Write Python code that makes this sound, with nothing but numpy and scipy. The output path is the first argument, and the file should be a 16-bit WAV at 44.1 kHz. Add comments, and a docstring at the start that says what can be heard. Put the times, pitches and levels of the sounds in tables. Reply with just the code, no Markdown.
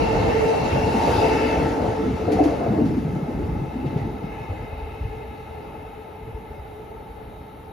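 """An electric train's last car rolls past the end of a platform, 8 m off, and away down a cutting.
Rough wheels on rough rails make a rumble and roar with a faint hiss above, and the running gear sings
in fuzzy lines, lower once it recedes. At rail joints the axles thump, ring the rail and clack.
Behind lie a low town drone and faint microphone hiss. From the platform, a camera's two microphone
ports hear the train wide while it is alongside and narrow once only its tail is in view."""
import sys
import numpy as np
from scipy import signal
from scipy.fft import rfft, irfft, next_fast_len
from scipy.io import wavfile
from scipy.ndimage import uniform_filter1d, map_coordinates

SR = 44100
rng = np.random.default_rng(int(sys.argv[2]) if len(sys.argv) > 2 else 0)


def wrap_up_sound(samples):
    """Save the sound to the file named by the first command line argument, as 16-bit audio."""
    columns = np.atleast_2d(samples).T
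    # keep every value between -1 and 1, then stretch to whole-number steps
    tamed = np.clip(columns, -1, 1)
    steps = np.round(tamed * 32767).astype(np.int16)
    wavfile.write(sys.argv[1], SR, steps)


N = 340452

# rolling noise at the platform (time [s], ground rumble [dB], track boom [dB], rail roar [dB])
ROLLING_LEVELS = [(0, -30, -30, -27), (.2, -26.5, -27, -25.5), (.4, -34.5, -30.5, -25),
                  (.55, -33.5, -27.5, -25.5), (.68, -37, -28.5, -26.5), (.85, -37, -27, -28.5),
                  (1.1, -32.5, -27, -27.5), (1.5, -32, -32, -27), (1.75, -35, -30.5, -28.5),
                  (2.15, -36, -26, -34.5), (2.5, -34.5, -31, -29.5), (2.65, -46, -28, -29.5),
                  (2.8, -40, -22.5, -32.5), (3.05, -38, -27, -41), (3.3, -37, -31.5, -36.5),
                  (3.55, -27.5, -31, -42), (3.72, -40, -36, -42.5), (3.9, -38, -31, -39),
                  (4.05, -34, -32, -40), (4.2, -38, -36, -41.5), (4.4, -41.5, -39.5, -41),
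                  (4.7, -37.5, -42, -41.5), (4.95, -32.5, -45.5, -44.5), (5.12, -39, -47, -47.5),
                  (5.3, -40.5, -49.5, -47.5), (5.7, -44, -46, -44), (6.1, -51, -49, -48.5),
                  (6.3, -45, -48, -47.5), (6.6, -43, -50, -48), (6.8, -48, -51.5, -49),
                  (7.1, -46, -50, -48.5), (7.4, -44, -51, -50), (7.72, -43, -51, -52)]
# colours of the rolling noise, deepest first (frequency [Hz], relative density [dB])
RUMBLE_SPECTRUM = [(25, -17), (45, 4), (65, 5.5), (100, -0.5), (150, -10.5), (250, -33), (500, -120)]
BOOM_SPECTRUM = [(30, -98), (60, -15.5), (120, -6), (200, -3), (290, -3), (330, -3), (380, -8.5),
                 (450, -19.5), (700, -48), (1400, -120)]
ROAR_SPECTRUM = [(150, -100), (300, -36), (480, 2), (600, -0.5), (760, 0.5), (900, -5.5), (1000, -10),
                 (1500, -17.5), (2400, -56), (5000, -120)]
HISS_SPECTRUM = [(450, -100), (900, -25), (1200, -11), (1900, -2), (2450, -7), (3300, -10.5), (5500, -14),
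                 (8000, -21), (11000, -40), (16000, -98)]
AIR_SPECTRUM = [(2000, -96), (5000, -36), (7500, -1.5), (10000, -1.5), (13000, -6.5), (15000, -17),
                (15700, -24)]

# resonances of wheels, rails and car body, heard close by and from down the cutting
# (frequency [Hz], near width [Hz], near gain [dB], far width [Hz], far gain [dB])
BODY_LINE = [(293, 92, 0, 200, 0)]
LOW_LINES = [(444.5, 24.7, 0, 33, -11), (451.6, 25, -20, 26, 0)]
MIDDLE_LINES = [(879, 42, 11, 137, -7), (914, 30, -4, 22, 0), (857, 26, -4, 56, -2.5)]
UPPER_MID_LINES = [(1331, 25, 0, 68, -5), (1362, 60, -14, 57, 0)]
HIGH_LINES = [(1774, 48, 0.5, 93, -3.5), (2150, 160, 1, 91, 0.5), (2260, 100, -12.5, 95, -3.5)]
WHINE_LINES = [(2630, 90, 5.5, 43, -20), (2670, 85, -10, 50, 3.5), (2830, 340, -5, 430, -5.5)]
APPROACH_LINE = [(2722, 130, 0, 110, 0)]
TOP_LINES = [(3910, 300, -5, 310, 0), (4440, 110, -6, 62, -9)]
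SQUEAL_LINES = [(4890, 120, 1, 130, 0), (5300, 98, -8, 110, -9)]
# how loudly they sing (time [s], low lines [dB], middle lines [dB], high lines [dB])
SINGING_LEVELS = [(0, -25.5, -26.5, -42.5), (.3, -25.5, -32.5, -42.5), (.45, -21, -32, -42),
                  (.6, -24.5, -32, -46), (.72, -33.5, -30.5, -41.5), (.92, -22.5, -28, -46),
                  (1.05, -28, -21, -39), (1.15, -25.5, -26.5, -44), (1.25, -24, -23, -38),
                  (1.4, -24, -28.5, -40), (1.5, -29.5, -26, -39), (1.62, -30, -32.5, -45),
                  (1.8, -30, -33, -49), (2.2, -30.5, -42, -52.5), (2.4, -28, -36.5, -46.5),
                  (2.56, -37, -44, -48), (2.75, -35.5, -42.5, -52), (2.95, -41.5, -44, -58),
                  (3.2, -40.5, -44, -52.5), (3.5, -42.5, -40.5, -54), (3.8, -44, -39.5, -54),
                  (4.1, -43, -41, -54.5), (4.2, -39, -41.5, -56), (4.32, -41.5, -42, -48.5),
                  (4.6, -44.5, -43, -50), (4.75, -44, -42.5, -53), (5.1, -40, -42.5, -52.5),
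                  (5.4, -40.5, -43.5, -55), (5.75, -44.5, -44.5, -57.5), (6.1, -43.5, -45.5, -60),
                  (6.5, -44, -45.5, -59.5), (6.9, -43.5, -46, -61), (7.3, -49, -46.5, -60),
                  (7.72, -48.5, -45.5, -66)]
# the other lines, one table each (time [s], level [dB])
BODY_LEVEL = [(0, -43), (.8, -39), (1.15, -28), (1.75, -27.5), (2.1, -45), (2.8, -34), (3.5, -40.5),
              (4.5, -52), (7.72, -57.5)]  # hollow hum of the car body
UPPER_MID_LEVEL = [(0, -41), (.6, -46), (1.0, -49), (1.15, -40.5), (1.5, -40), (1.9, -46), (2.25, -47.5),
                   (2.5, -54.5), (3.4, -54.5), (4.4, -54.5), (5.4, -55.5), (6.3, -58.5), (7.72, -59)]
WHINE_LEVEL = [(0, -41.5), (.3, -47), (.9, -49), (1.1, -48), (1.22, -37.5), (1.32, -38), (1.45, -36),
               (1.6, -43), (1.78, -59), (2.2, -54.5), (2.45, -51), (3, -58), (3.25, -62), (3.45, -57.5),
               (3.9, -55.5), (4.15, -61), (4.25, -55), (4.5, -54), (4.7, -54.5), (5.05, -53.5),
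               (5.25, -58.5), (5.85, -59), (6.2, -62), (7.72, -78)]  # metallic whine
APPROACH_LEVEL = [(0, -40), (.2, -50), (.4, -44), (.9, -43.5), (1.1, -52), (1.3, -62), (7.72, -100)]  # whine of wheels still approaching
TOP_LEVEL = [(0, -51), (.8, -54), (1.15, -49), (1.5, -56), (1.8, -66), (2.3, -62), (3.2, -69), (4.4, -63),
             (5.6, -64.5), (6.3, -69.5), (7.72, -67)]
SQUEAL_LEVEL = [(0, -61), (.9, -63), (1.17, -46), (1.35, -51), (1.46, -50), (1.62, -66), (1.8, -70),
                (7.72, -100)]  # thin squeal of the last wheels
# share of the far sound (time [s], all lines but the metallic whine [0-1], metallic whine [0-1])
FAR_SHARE = [(0, 0.03, .02), (1.7, 0.13, 0.11), (3, 0.9, .2), (3.9, 0.97, .3), (4.3, 0.9, 0.87),
             (7.72, 0.78, 0.97)]

# steady background: low town drone plus faint microphone hiss (frequency [Hz], relative density [dB])
BACKGROUND_SPECTRUM = [(40, 0), (70, 1.5), (300, -9.5), (900, -16), (1500, -22), (3000, -25.5), (6500, -67),
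                       (9000, -38.5), (12000, -36), (15700, -33)]

# axles dropping on joints (time [s], relative level [dB], settled pitch [Hz], t60 [s])
THUMPS = [(0.599, -18, 125, 0.12), (.718, -10.5, 91, 0.082), (0.746, -10, 127, 0.071),
          (.94, -8.5, 231, 0.061), (1.179, -10.5, 94, 0.048), (1.877, -16, 115, 0.093),
          (1.988, -15.5, 286, 0.083), (2.276, -13, 282, 0.072), (2.306, -11, 301, 0.13),
          (2.349, -15, 201, .06), (2.401, -3, 291, 0.066), (2.453, -1, 293, 0.061),
          (2.484, -17.5, 302, 0.075), (2.518, -15, 283, 0.044), (2.679, -10, 120, 0.072),
          (2.7, -13, 211, 0.087), (2.773, -12, 305.5, 0.1), (2.814, -3.5, 243, 0.052),
          (2.83, -10.5, 285, 0.072), (2.904, -13.5, 300, 0.083), (2.97, -7, 237, 0.06),
          (3.046, -12, 153, 0.079), (3.129, -11.5, 179, 0.079), (3.159, -11, 151, 0.052),
          (3.22, -15, 152, 0.074), (3.283, -14, 233, 0.047), (3.427, -13.5, 91, 0.1),
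          (3.485, -11.5, 148, 0.043), (3.533, -16, 109, .045), (3.612, -13, 137, 0.08),
          (3.753, -13, 247, 0.051), (3.84, -16.5, 340, 0.047), (3.845, -13.5, 253, 0.032),
          (3.858, -11, 140, 0.06), (3.959, -5, 132, 0.036), (3.962, -17, 403, 0.042),
          (4.01, -12.5, 111, 0.055), (4.086, -22, 118, 0.057), (4.238, -14, 172, 0.038),
          (4.401, -21.5, 118, .077), (4.491, -14, 86.6, 0.081), (4.728, -15, 69, 0.031),
          (5.008, -11.5, 66, 0.066), (5.048, -16.5, 103, 0.042), (5.099, -20, 81, 0.067),
          (6.269, -23, 112, 0.071), (6.341, -18.5, 61, .077), (6.502, -27, 71.5, 0.091),
          (6.589, -21, 72, 0.061)]
# joints that ring the rail (time [s], relative level [dB], tilt to the upper modes [dB/octave])
RAIL_STRIKES = [(1.073, -9, -6), (1.19, -13, -6), (1.225, -7.5, 3), (1.279, -21, 0), (1.524, -13.5, 2),
                (1.596, -12.5, 2), (1.84, -15, 4), (2.276, -10.5, -9), (2.33, -14.5, 5), (2.387, -5, 8.5),
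                (2.398, -11, -3), (2.477, -20.5, -1), (2.515, -18, -2), (2.61, -16, 3), (2.659, -13, 5),
                (2.77, -21, -9)]
# modes of the rail (frequency [Hz], gain [dB], t60 [s])
RAIL_MODES = [(433.4, -0.5, 0.23), (504.4, -5, 0.46), (561, 7, 0.045), (602, -12, 0.26), (658, -6.5, 0.38),
              (707, -2.5, 0.22), (777, -9, 0.26)]
# joints heard through the air (time [s], relative clack level [dB], relative wheel ring level [dB])
CLACKS = [(2.313, -29.5, -27), (2.431, -30.5, -38), (2.85, -39.5, -55), (2.969, -44, -56),
          (3.859, -40.5, -50), (3.9657, -39, -28.5)]
# colours of the clack and of the wheel ringing after it (frequency [Hz], relative density [dB])
CLACK_SPECTRUM = [(400, -100), (800, -35), (1800, -1.5), (2400, -4), (3800, -10), (4500, -6.5),
                  (5200, -9.5), (8000, -8.5), (12000, -12.5), (15000, -48)]
PING_SPECTRUM = [(1500, -64), (1880, -18), (2020, -3), (2160, -12), (2600, -60)]

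# left-right likeness of the sound before spread, with treble bands almost fully alike,
# as in compressed audio (frequency [Hz], likeness [0-1])
STEREO_LIKENESS = [(60, .96), (300, .88), (1000, .2), (2200, .5), (4000, .75), (7000, .6), (7700, .995),
                   (8900, .995), (9700, .7), (10500, .99), (12400, .99), (13200, .6), (14000, .995)]
# phase shift of the microphone housing (frequency [Hz], left lead [rad])
PORT_LEAD = [(60, 0), (700, .4), (1700, -.8), (2800, .7), (4000, .1), (5000, .6), (6500, -.6),
             (7700, -3.14), (8900, -3.14), (10500, -6.28), (12500, -6.28), (14000, -9.42)]
# level shift of the housing, before spread (frequency [Hz], left minus right [dB])
PORT_BALANCE = [(200, 0), (900, 2), (1400, 0.5), (2800, 3.5), (4800, 5.5), (6200, 0.5), (7800, 0.5),
                (14000, 0.5)]
# the cars as seen from the microphone (time [s], share of the view filled [0-1])
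ALONGSIDE = [(0, 0.9), (.7, 1), (1, 0.08), (7.72, 0)]

PASS_S, TAIL_S = 1.16, 0.21  # when the tail goes by, half-width of its swell
SPEED_M_S, TRACK_DISTANCE_M = 16.3, 8.03
RECEDING_RATIO = 0.96  # pitch once the car runs straight away
STEADINESS = .6  # how evenly a line drones, 0-1
CLACK_T60_S, WALLS_T60_S, WALLS_DB = 0.097, 0.94, -6.5
PING_RISE_S, PING_T60_S = 0.044, 0.22
JOINT_TIME = np.arange(SR // 3) / SR  # seconds since a wheel hit a joint
LOW_CUT_HZ, TOP_HZ = 30, 15750


def amp(db):
    """Gain of a level in dB."""
    return 10 ** (np.asarray(db) / 20)


def unit(x):
    """x at rms 1."""
    return x / np.sqrt(np.mean(x ** 2) + 1e-20)


def along(points, hz):
    """Read (frequency, value) points at hz on a log axis."""
    f, v = np.transpose(points)
    return np.interp(np.log(hz + 1), np.log(f + 1), v)


def curves(rows):
    """One value per sample for each column after the time."""
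    times, *columns = np.transpose(rows)
    return [np.interp(np.arange(N) / SR, times, column) for column in columns]


def wobble(rate):
    """A smooth random curve, rate knots a second."""
    steps = np.arange(0, N + 64, 64)
    knots = rng.standard_normal(int(N * rate / SR) + 4)
    return np.interp(np.arange(N), steps, map_coordinates(knots, [steps * rate / SR]))


def filtered(x, response):
    """x times a response of frequency."""
    size = next_fast_len(x.shape[-1] + 8192)
    return irfft(rfft(x, size) * response(np.fft.rfftfreq(size, 1 / SR)), size)[..., :x.shape[-1]]


def coloured(noise, spectrum):
    """Noise given a colour, rms 1."""
    return unit(filtered(noise, lambda hz: amp(along(spectrum, hz))))


def add(track, start_s, sound):
    """Mix a sound in at start_s."""
    part = track[:, round(start_s * SR):][:, :sound.shape[-1]]
    part += sound[..., :part.shape[1]]


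def patchy_noise(depth_db):
    """Two unrelated white noises with shared patches of random gain in time and frequency."""
    cells = signal.stft(rng.standard_normal((2, N)), nperseg=512)[2]
    patches = uniform_filter1d(rng.standard_normal(cells.shape[1:]), size=5, axis=0)
    patches = uniform_filter1d(patches, size=10, axis=1)
    return signal.istft(cells * amp(depth_db * unit(patches)), nperseg=512)[1][:, :N]


def passing_db(near_db, loss_db, tail_db):
    """Level at the microphone: swells as the open tail goes by, drops loss_db per doubled distance."""
    t = np.arange(N) / SR - PASS_S
    doublings = np.log2(np.hypot(1, SPEED_M_S * np.maximum(t, 0) / TRACK_DISTANCE_M))
    return near_db - loss_db * doublings + tail_db * np.exp(-(t / TAIL_S) ** 2)


def rolling():
    """Rough wheels on rough rails shake the ground, the track and the air."""
    rumble_db, boom_db, roar_db = curves(ROLLING_LEVELS)
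    hiss_db = passing_db(near_db=-38, loss_db=7.38, tail_db=2.7)
    air_db = passing_db(near_db=-58.5, loss_db=4.6, tail_db=8.3)
    grind = patchy_noise(depth_db=2.0)
    jolts = wobble(11)  # uneven track jolts every band a little
    drift = wobble(4.66)  # the treble swells slowly
    rumble = amp(rumble_db + wobble(8.4) + 0.5 * jolts) * coloured(grind, RUMBLE_SPECTRUM)
    boom = amp(boom_db + 1.27 * wobble(13) + 0.26 * jolts) * coloured(grind, BOOM_SPECTRUM)
    roar = amp(roar_db + 0.12 * jolts) * coloured(grind, ROAR_SPECTRUM)
    hiss = amp(hiss_db + 0.25 * jolts + 0.2 * drift) * coloured(grind, HISS_SPECTRUM)
    air = amp(air_db + 0.47 * jolts + .8 * drift) * coloured(grind, AIR_SPECTRUM)
    return rumble + boom + roar + hiss + air


def fuzzy_tone(noise_spectrum, hz, width_hz, gain_db):
    """Noise through steep resonances, its slow fades partly flattened, rms 1."""
    f = np.linspace(0, SR / 2, noise_spectrum.shape[1])
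    peaks = np.sum(amp(gain_db) / (1 + (2 * (f - hz) / width_hz) ** 2), axis=0)
    tone = irfft(noise_spectrum * peaks, next_fast_len(N))[:, :N]
    power = np.abs(uniform_filter1d(unit(tone) ** 2, size=4096, axis=1))
    return unit(tone * (power + .05) ** (-STEADINESS / 2))


def singing(waver_db=1):
    """Wheels, rails and body resonate; each near tone crossfades to a lower one as the car recedes."""
    noise_spectrum = rfft(rng.standard_normal((4, next_fast_len(N))))
    away, whine_away = curves(FAR_SHARE)
    low_db, middle_db, high_db = curves(SINGING_LEVELS)
    voices = [(LOW_LINES, low_db, away),
              (MIDDLE_LINES, middle_db, away),
              (HIGH_LINES, high_db, away),
              (WHINE_LINES, *curves(WHINE_LEVEL), whine_away),
              (TOP_LINES, *curves(TOP_LEVEL), away),
              (BODY_LINE, *curves(BODY_LEVEL), away),
              (SQUEAL_LINES, *curves(SQUEAL_LEVEL), away),
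              (APPROACH_LINE, *curves(APPROACH_LEVEL), away),
              (UPPER_MID_LINES, *curves(UPPER_MID_LEVEL), away)]
    out = np.zeros((2, N))
    for lines, db, far_share in voices:
        hz, near_width, near_db, far_width, far_db = np.transpose(lines)[:, :, None]
        near = fuzzy_tone(noise_spectrum[:2], hz, near_width, near_db)
        far = fuzzy_tone(noise_spectrum[2:], hz * RECEDING_RATIO, far_width, far_db)
        blend = np.sqrt(1 - far_share) * near + np.sqrt(far_share) * far
        out += amp(db + waver_db * wobble(5)) * blend
    return out


def background():
    """A steady low town drone plus the microphone's own faint hiss."""
    return amp(-44.5) * coloured(rng.standard_normal((2, N)), BACKGROUND_SPECTRUM)


def axle_thumps():
    """An axle on a joint thumps the ground, and the cutting walls roll the sound back."""
    out, t = np.zeros((2, N)), JOINT_TIME
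    for start_s, db, hz, t60 in THUMPS:
        swell = (1 - np.exp(-t / (0.15 * t60))) ** 2  # a short thump also comes on faster
        sagging_hz = hz * (1 + 0.23 * np.exp(-t / 0.0048))  # the pitch falls as the track gives
        thump = np.sin(2 * np.pi * np.cumsum(sagging_hz) / SR) * amp(db + 10.5 - 60 * t / t60) * swell
        walls = rng.standard_normal((2, len(t))) * amp(-60 * t / .3) * (t > .02)
        echo = signal.fftconvolve(thump[None], walls / np.linalg.norm(walls[0]), axes=1)
        add(out, start_s, thump * [[1], [.3]])  # mostly in the part left and right share
        add(out, start_s, amp(-12.5) * echo)
    return out


def rail_rings(detune=.02):
    """A wheel strikes the rail's modes; every joint rings a little differently."""
    out, t = np.zeros((2, N)), JOINT_TIME
    hz, mode_db, t60 = np.transpose(RAIL_MODES)[:, :, None]
    attack = 1 - np.exp(-t / 0.004)
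    for start_s, db, tilt_db in RAIL_STRIKES:
        force, phase, tuning = np.split(rng.standard_normal((2, len(hz), 3)), 3, axis=2)
        struck_db = mode_db + tilt_db * np.log2(hz / hz.mean()) + 2 * force
        tones = np.sin(2 * np.pi * hz * (1 + detune * tuning) * t + 2 * phase)
        modes = amp(struck_db - 60 * t / t60) * tones
        add(out, start_s, amp(db - 8.5) * modes.sum(axis=1) * attack)
    return out


def joint_clacks():
    """A joint's clack comes through the air, smeared by the walls, and the wheel rings after it."""
    out, t = np.zeros((2, N)), JOINT_TIME
    attack = (1 - np.exp(-t / 0.005)) ** 2
    decay = amp(-60 * t / CLACK_T60_S) + amp(WALLS_DB - 60 * t / WALLS_T60_S)
    ping_shape = (1 - np.exp(-t / PING_RISE_S)) ** 2 * amp(-60 * t / PING_T60_S)
    for start_s, clack_db, ping_db in CLACKS:
        loss_db_per_hz = 0.77 * (start_s - 1) / 1000  # air dulls the far ones
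        noise = rng.standard_normal((2, len(t)))
        clack = unit(filtered(noise, lambda hz: amp(along(CLACK_SPECTRUM, hz) - loss_db_per_hz * hz)))
        add(out, start_s, amp(clack_db - 6.0) * attack * decay * clack)
        ping = coloured(rng.standard_normal((2, len(t))), PING_SPECTRUM)
        add(out, start_s, amp(ping_db) * ping_shape * ping)
    return out


def stereo_image(pair, spread):
    """Left and right share pair[0] and differ in pair[1]; the housing shifts level and phase."""
    def response(hz):
        likeness = along(STEREO_LIKENESS, hz) ** np.where(hz < 7000, spread, 1)
        angle = np.arccos(likeness) / 2
        mix = np.array([[np.cos(angle), np.sin(angle)], [np.cos(angle), -np.sin(angle)]])
        housing = amp(along(PORT_BALANCE, hz) / spread / 2) * np.exp(.5j * along(PORT_LEAD, hz))
        return mix * np.array([housing, 1 / housing])[:, None]
    return filtered(pair[None], response).sum(axis=1)


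def scene():
    """From the platform's end: a wide source while the cars pass, a narrow one behind the tail."""
    pair = rolling() + singing() + axle_thumps() + rail_rings() + joint_clacks() + background()
    alongside, = curves(ALONGSIDE)
    wide = stereo_image(pair, spread=2.33)
    narrow = stereo_image(pair, spread=0.92)
    return alongside * wide + (1 - alongside) * narrow


def record(dry):
    """The camera drops the deepest bass and keeps nothing above its band limit."""
    return filtered(dry, lambda hz: (hz < TOP_HZ) * hz ** 4 / (hz ** 4 + LOW_CUT_HZ ** 4))


dry = scene()
out = record(dry)
wrap_up_sound(out)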